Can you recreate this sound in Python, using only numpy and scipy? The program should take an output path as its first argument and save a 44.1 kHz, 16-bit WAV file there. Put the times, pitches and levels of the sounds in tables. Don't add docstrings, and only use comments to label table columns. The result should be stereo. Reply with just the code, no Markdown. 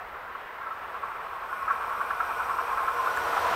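import sys
import numpy as np
from scipy import signal
from scipy.fft import rfft, irfft
from scipy.io import wavfile

SR = 44100
rng = np.random.default_rng(int(sys.argv[2]) if len(sys.argv) > 2 else 0)


def transcribe(u):
    v = np.clip(np.atleast_2d(u).T, -1, 1)
    q = np.round(v * 32767).astype(np.int16)
    wavfile.write(sys.argv[1], SR, q)


def linear_from_db(decibels):
    return 10 ** (np.asarray(decibels, float) / 20)


N = 156555
TIME_S = np.arange(N) / SR
HOP = 128
HZ = np.maximum(np.fft.rfftfreq(N, 1 / SR), 1)

# frequency in Hz, likeness 0 to 1.
LIKENESS = [(60, .92), (450, .98), (620, .62), (950, .7), (1400, .92), (1750, .4), (2050, .7), (2400, .5)]
# frequency in Hz, lead of left in radians.
LEAD_RAD = [(200, 0), (860, -.4), (1500, -2.1), (2000, -.2), (2300, -2.1), (2800, 0.05), (5500, .9),
            (15500, -9.2)]
# frequency in Hz, left over right in dB.
TILT_DB = [(500, 0.1), (1900, 0.1), (2350, -5), (3200, 0), (4500, -1), (5800, -3), (10000, -5), (14000, -2)]
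# frequency in Hz, density in dB per Hz.
SELF_NOISE = [(8000, -19), (11500, -14), (13000, 0), (15600, 6)]
SELF_NOISE_DB = -64

# frequency in Hz, density in dB per Hz.
TRAFFIC = [(65, -56), (110, -22), (297, -19), (389, -11), (755, -4.5), (1290, -6), (1440, 0.5), (3800, -27),
           (15500, -80)]
TRAFFIC_DB = -41

# frequency in Hz, density in dB per Hz.
WIND = [(20, 0), (45, -1), (100, -5), (220, -11), (450, -32)]
WIND_DB, GUST_DB = -73, 2.5
# time in seconds, lift in dB.
PUFFS = [
    (.2, 12),
    (1.22, 14),
    (1.45, 9),
    (1.75, 6.9),
    (2.14, 14),
    (2.44, 6.8),
]
PUFF_S = 0.09

# time in seconds, level in dB.
RUMBLE = [(0.0, -62.5), (0.51, -67.5), (3.55, -55)]
# frequency in Hz, density in dB per Hz.
RUMBLE_COLOUR = [(42, -2), (62, -1.5), (95, -5), (130, -17.5)]

# time in seconds, singing in dB, hiss in dB, whine in dB.
RAILS = [(0, -42, -69.5, -68), (.5, -43.5, -69.5, -68), (1.1, -38, -65, -78), (1.46, -38.5, -64.5, -52),
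         (1.53, -37.5, -59, -42.5), (1.75, -32, -58.5, -50), (2.3, -32, -54.5, -41), (2.6, -32, -54.5, -49),
         (3.04, -30.5, -53, -47), (3.09, -32.5, -52.5, -33), (3.25, -35, -51, -39.5),
         (3.32, -34, -50.5, -41), (3.55, -27.5, -50.5, -37.5)]
# frequency in Hz, density in dB per Hz.
RAIL_BODY = [(300, -27.5), (600, -21.5), (850, -8.5), (1200, -4), (1650, -11), (1850, -28), (2700, -25),
             (4300, -40)]
# frequency in Hz, width in Hz, lift in dB.
RAIL_MODES = [(466, 30, 13.5), (672, 52, 8.5), (740, 39, 3), (923, 130, 1), (1040, 175, 5.5),
              (1237, 83, -5.5), (1316, 216, 10.5), (1559, 35, 7), (1800, 20, 4), (2322, 360, 12.5)]
# frequency in Hz, density in dB per Hz.
HISS = [(3500, -33), (5400, 0.5), (6900, -26), (8300, 5.5), (10200, -6), (12500, -1), (14300, -0.5),
        (15700, 0)]
# frequency in Hz, width in Hz, lift in dB.
HISS_MODES = [(5290, 150, 7), (6900, 500, -6), (7660, 420, 10), (9040, 180, 3.5), (9570, 140, 10.5),
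              (10240, 300, -3), (10830, 340, 10), (11500, 300, -8), (12300, 240, 8), (12900, 120, 11),
              (14200, 330, 4)]
# time in seconds, pitch in Hz, level in dB.
RIDGE = [(0, 1130, -81), (1.0, 1126, -51), (1.5, 1089, -40.5), (2.0, 1089, -40), (2.5, 1070, -39),
         (2.85, 1066, -36), (3.0, 1056, -30), (3.12, 1031, -29.5), (3.17, 1032, -37), (3.3, 1019, -38),
         (3.55, 996, -31)]
RIDGE_WIDTH_HZ = 28
# time in seconds, level in dB.
UPPER = [(0, -66), (1.45, -62), (1.72, -52), (1.9, -56), (2.35, -50), (2.5, -54), (2.69, -51), (3.0, -53),
         (3.55, -52)]
UPPER_HZ, UPPER_WIDTH_HZ = 2420, 230
# time in seconds, level in dB.
HUM = [(0, -68), (1.4, -60.5), (2.5, -54.5), (2.8, -52), (2.95, -44.5), (3.15, -48), (3.4, -41),
       (3.55, -49)]
HUM_HZ, HUM_WIDTH_HZ = 470.6, 23.6
WHINE_HZ, WHINE_WIDTH_HZ = 1462, 18
SQUEAL_HZ, SQUEAL_WIDTH_HZ, SQUEAL_DB = 5775, 42, -6
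TONE_STEADINESS = .35
TURN_S, TURN_AT_S = .0964, 2.116
THROB_DB, THROB_SHARPNESS = 3, 1.4

# time in seconds, peak in dB, leading pitch in Hz, length in seconds.
KNOCKS = [(0.009, -32, 742, 0.022), (0.159, -30, 1117, 0.011), (0.351, -26.5, 1133, 0.017),
          (0.615, -29, 1385, 0.015), (0.63, -29.5, 1598, 0.03), (0.664, -27.5, 1137, 0.027),
          (0.711, -23, 1314, 0.023), (0.848, -29, 1125, 0.012), (0.944, -25.5, 1348, 0.018),
          (1.03, -22, 1109, 0.017), (1.118, -27.5, 1344, 0.013), (1.144, -37, 1284, 0.022),
          (1.198, -34, 1080, 0.012), (1.258, -29, 1243, 0.022), (1.327, -27, 1108, 0.018),
          (1.364, -28.5, 1050, 0.015), (1.413, -27, 1120, 0.027), (1.493, -29, 1060, 0.0098),
          (1.53, -16.5, 1345, 0.0092), (1.626, -20, 1090, 0.011), (1.6817, -13, 1283, 0.021),
          (1.7065, -13.5, 1113, 0.018), (1.701, -20, 1640, 0.014), (1.812, -23, 1340, 0.011),
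          (2.014, -16, 1132, 0.011), (2.108, -13.5, 1153, 0.013), (2.133, -23, 1086, 0.012),
          (2.2055, -11.5, 1335, 0.0114), (2.308, -20.5, 1132, 0.014), (2.398, -20, 1497, 0.02),
          (2.49, -17, 1121, 0.027), (2.541, -27, 1100, 0.0091), (2.588, -17.5, 1060, 0.016),
          (2.695, -23, 1160, 0.014), (2.728, -22, 1060, 0.01), (2.777, -16.5, 1103, 0.033),
          (2.877, -16, 1320, 0.023), (2.972, -26, 1085, 0.014), (3.077, -16, 1350, 0.0063),
          (3.108, -19.5, 1040, 0.019), (3.174, -15.5, 1710, 0.0058), (3.282, -20, 1420, 0.008),
          (3.33, -16, 1320, 0.014), (3.377, -24, 1020, 0.0069), (3.393, -24, 1035, 0.0152),
          (3.451, -20, 990, 0.0099), (3.484, -16.5, 990, 0.0091), (3.527, -16, 1316, 0.008)]
# time in seconds, peak in dB, pitch in Hz, length in seconds.
BLOW = (3.368, -17, 810, .028)
# frequency in Hz, level in dB.
KNOCK_PAIR = [(1095, -10), (1325, -9.5)]
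# frequency in Hz, lift in dB.
KNOCK_TILT = [(600, -11), (1000, -0.5), (1750, 11.0), (2400, -5.5), (3000, -4)]
KNOCK_LEAD_S, KNOCK_WIDTH_HZ = .003, 45
KNOCK_PITCH_DB, KNOCK_BODY_DB = -4, -10
KNOCK_RISE, KNOCK_ROUNDNESS = .55, 2.6

# time in seconds, roar in dB.
ROAR = [(0, -62.5), (1.3, -59.5), (2.2, -54.5), (2.95, -51.5), (3.2, -47), (3.55, -44)]
# frequency in Hz, density in dB per Hz.
ROAR_COLOUR = [(110, -26.5), (300, -18.5), (640, -3.5), (1000, 0), (1500, -7.5), (2300, -15), (7000, -32),
               (15500, -43)]
ROAR_DB, ROAR_DB_PER_DB = 17, 1.335
# frequency in Hz, width in Hz, lift in dB.
WHEEL_MODES = [(450, 25, -0.5), (785, 38, -5)]

# time in seconds, peak in dB.
SPARK = [
    (3.1645, -45),
    (3.1728, -40),
]
SPARK_FALL_S = .0016
# frequency in Hz, lift in dB.
SPARK_COLOUR = [(4500, -25), (7500, 20), (10000, 11), (12500, 9), (15500, -8)]


def rms_one(x):
    return x / np.sqrt(np.mean(x ** 2) + 1e-20)


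def in_time(rows):
    s, *columns = np.transpose(rows)
    return [np.interp(TIME_S, s, column) for column in columns]


def at_hz(points):
    hz, value = np.transpose(points)
    return np.interp(np.log(HZ), np.log(hz), value)


def colour(points, modes=()):
    low_end = (5, points[0][1] - 30)
    high_end = (SR / 2, points[-1][1] - 30)
    db = at_hz([low_end] + list(points) + [high_end])
    for hz, width_hz, lift_db in modes:
        db = db + lift_db / (1 + (2 * (HZ - hz) / width_hz) ** 2)
    return linear_from_db(db)


def drift(rate_hz, size):
    r = np.exp(-2 * np.pi * rate_hz * HOP / SR)
    settle = 500
    draws = rng.standard_normal((size, N // HOP + 3 + settle))
    slow = signal.lfilter([1], [1, -2 * r, r * r], draws)[:, settle:]
    return slow / slow.std()


def patchy(x, shared_db, own_db, rate_hz):
    hz, _, z = signal.stft(x, SR, nperseg=512, noverlap=512 - HOP)
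    rows = drift(rate_hz, size=41)[:, :z.shape[-1]]
    band = np.clip(4 * np.log2(np.maximum(hz, 30) / 30), 0, 39).astype(int)
    flicker = linear_from_db(shared_db * rows[40] + own_db * rows[band])
    return signal.istft(z * flicker, SR, nperseg=512, noverlap=512 - HOP)[1][..., :N]


def ports(three, gain):
    direct, left, right = rfft(three)
    alike = np.clip(at_hz(LIKENESS), 0, 1)
    side = np.array([[.5], [-.5]])
    lead_rad = np.interp(HZ, *np.transpose(LEAD_RAD))
    mix = np.sqrt(alike) * direct * np.exp(1j * side * lead_rad)
    mix = mix + np.sqrt(1 - alike) * np.array([left, right])
    return irfft(mix * gain * linear_from_db(side * at_hz(TILT_DB)), N)


def noise(gain):
    return rms_one(ports(rng.standard_normal((3, N)), gain))


def tone(hz, width_hz):
    b, a = signal.butter(2, width_hz / 2, fs=SR)
    wander = signal.lfilter(b, a, rng.standard_normal((2, 3, N + SR)))[..., SR:]
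    wander = wander / np.hypot(*wander) ** TONE_STEADINESS
    phase = 2 * np.pi * np.cumsum(hz * np.ones(N)) / SR
    return rms_one(ports(wander[0] * np.cos(phase) + wander[1] * np.sin(phase), 1))


def traffic():
    return linear_from_db(TRAFFIC_DB) * patchy(noise(colour(TRAFFIC)), shared_db=.5, own_db=1.17, rate_hz=5.9)


def wind():
    gust = np.interp(np.arange(N) / HOP, np.arange(N // HOP + 3), drift(3.1, size=1)[0])
    puffs_db = sum(db * np.exp(-((TIME_S - s) / PUFF_S) ** 2) for s, db in PUFFS)
    air = irfft(rfft(rng.standard_normal((2, N))) * colour(WIND), N)
    return linear_from_db(WIND_DB + GUST_DB * gust + puffs_db) * rms_one(air)


def microphone_hiss():
    return linear_from_db(SELF_NOISE_DB) * noise(colour(SELF_NOISE))


def rumble():
    return linear_from_db(in_time(RUMBLE)[0] + 3.0) * noise(colour(RUMBLE_COLOUR))


def throb_db():
    turns = (TIME_S - TURN_AT_S) / TURN_S
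    depth = np.interp(turns + 30, np.arange(60), rng.uniform(.5, 1.2, 60))
    load = ((1 + np.cos(2 * np.pi * turns)) / 2) ** THROB_SHARPNESS
    return THROB_DB * depth * (load - .4)


def squeal(hiss_db):
    near_db, = in_time(ROAR)
    flicker_db = 2.8 * np.repeat(drift(25, size=1)[0], HOP)[:N]
    early_db = -8 * (np.arange(N) < 1.52 * SR)
    level_db = hiss_db + 0.62 * (near_db - near_db.max()) + SQUEAL_DB + flicker_db + early_db
    return linear_from_db(level_db) * tone(SQUEAL_HZ, SQUEAL_WIDTH_HZ)


def rails():
    sing_db, hiss_db, whine_db = in_time(RAILS)
    ridge_hz, ridge_db = in_time(RIDGE)
    sing = patchy(noise(colour(RAIL_BODY, RAIL_MODES)), shared_db=1.16, own_db=1.0, rate_hz=16.4)
    hiss = patchy(noise(colour(HISS, HISS_MODES)), shared_db=.3, own_db=1.0, rate_hz=20)
    upper_band = noise(1 / (1 + (2 * (HZ - UPPER_HZ) / UPPER_WIDTH_HZ) ** 4))
    upper = linear_from_db(in_time(UPPER)[0] + 0.66 * throb_db()) * upper_band
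    whine = linear_from_db(whine_db + 5.0) * tone(WHINE_HZ, WHINE_WIDTH_HZ)
    ridge = linear_from_db(ridge_db) * tone(ridge_hz, RIDGE_WIDTH_HZ)
    hum = linear_from_db(in_time(HUM)[0]) * tone(HUM_HZ, HUM_WIDTH_HZ)
    throbbing = linear_from_db(throb_db()) * (linear_from_db(sing_db + 1.0) * sing + upper + whine + ridge)
    return throbbing + squeal(hiss_db) + hum + linear_from_db(hiss_db + 1.5) * hiss


def knocks():
    t = np.arange(int(.1 * SR)) / SR
    strikes = list(KNOCKS) + [BLOW]
    draws = rng.standard_normal((len(strikes), 3, 2))
    swell, ring = np.zeros(N + len(t)), np.zeros((3, N + len(t)))
    for (s, db, hz, length_s), draw in zip(strikes, draws):
        i = int((s - KNOCK_LEAD_S - 0.1582 * length_s) * SR)
        u = t / (np.clip(length_s, .004, .04) * KNOCK_RISE)
        shape = linear_from_db(db) * (u * np.exp(1 - u)) ** KNOCK_ROUNDNESS
        swell[i:i + len(t)] += shape
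        pitch_hz = hz + KNOCK_WIDTH_HZ * np.array([[0], [1], [1]]) * draw[:, :1] / 2
        tones = np.sin(2 * np.pi * pitch_hz * t + np.pi * draw[:, 1:])
        for pair_hz, pair_db in KNOCK_PAIR:
            phase = np.pi * draw[:, :1] * pair_hz / hz
            tones = tones + linear_from_db(pair_db) * np.sin(2 * np.pi * pair_hz * t + phase)
        ring[:, i:i + len(t)] += shape * tones
    body = noise(colour(RAIL_BODY, RAIL_MODES) * linear_from_db(at_hz(KNOCK_TILT)))
    return linear_from_db(KNOCK_PITCH_DB) * ports(ring[:, :N], 0.82) + linear_from_db(KNOCK_BODY_DB) * swell[:N] * body


def roar():
    near_db, = in_time(ROAR)
    level_db = near_db.max() + ROAR_DB + ROAR_DB_PER_DB * (near_db - near_db.max())
    rush = patchy(noise(colour(ROAR_COLOUR, WHEEL_MODES)), shared_db=0.13, own_db=0.35, rate_hz=3.4)
    return linear_from_db(level_db) * rush


def spark():
    shape = np.zeros(N)
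    for s, db in SPARK:
        shape += linear_from_db(db - 8) * np.exp(-((TIME_S - s - SPARK_FALL_S / 2) / SPARK_FALL_S) ** 2)
    return ports(shape * rng.standard_normal((3, N)), linear_from_db(at_hz(SPARK_COLOUR)))


def scene():
    background = traffic() + wind() + microphone_hiss()
    train = rumble() + rails() + knocks() + roar() + spark()
    return background + train


def low_pass(x):
    return signal.sosfilt(signal.butter(12, 15690, fs=SR, output="sos"), x)


def record(dry):
    mix = irfft(rfft(dry) * (HZ < 15690), N)
    return low_pass(mix)


dry = scene()
out = record(dry)
transcribe(out)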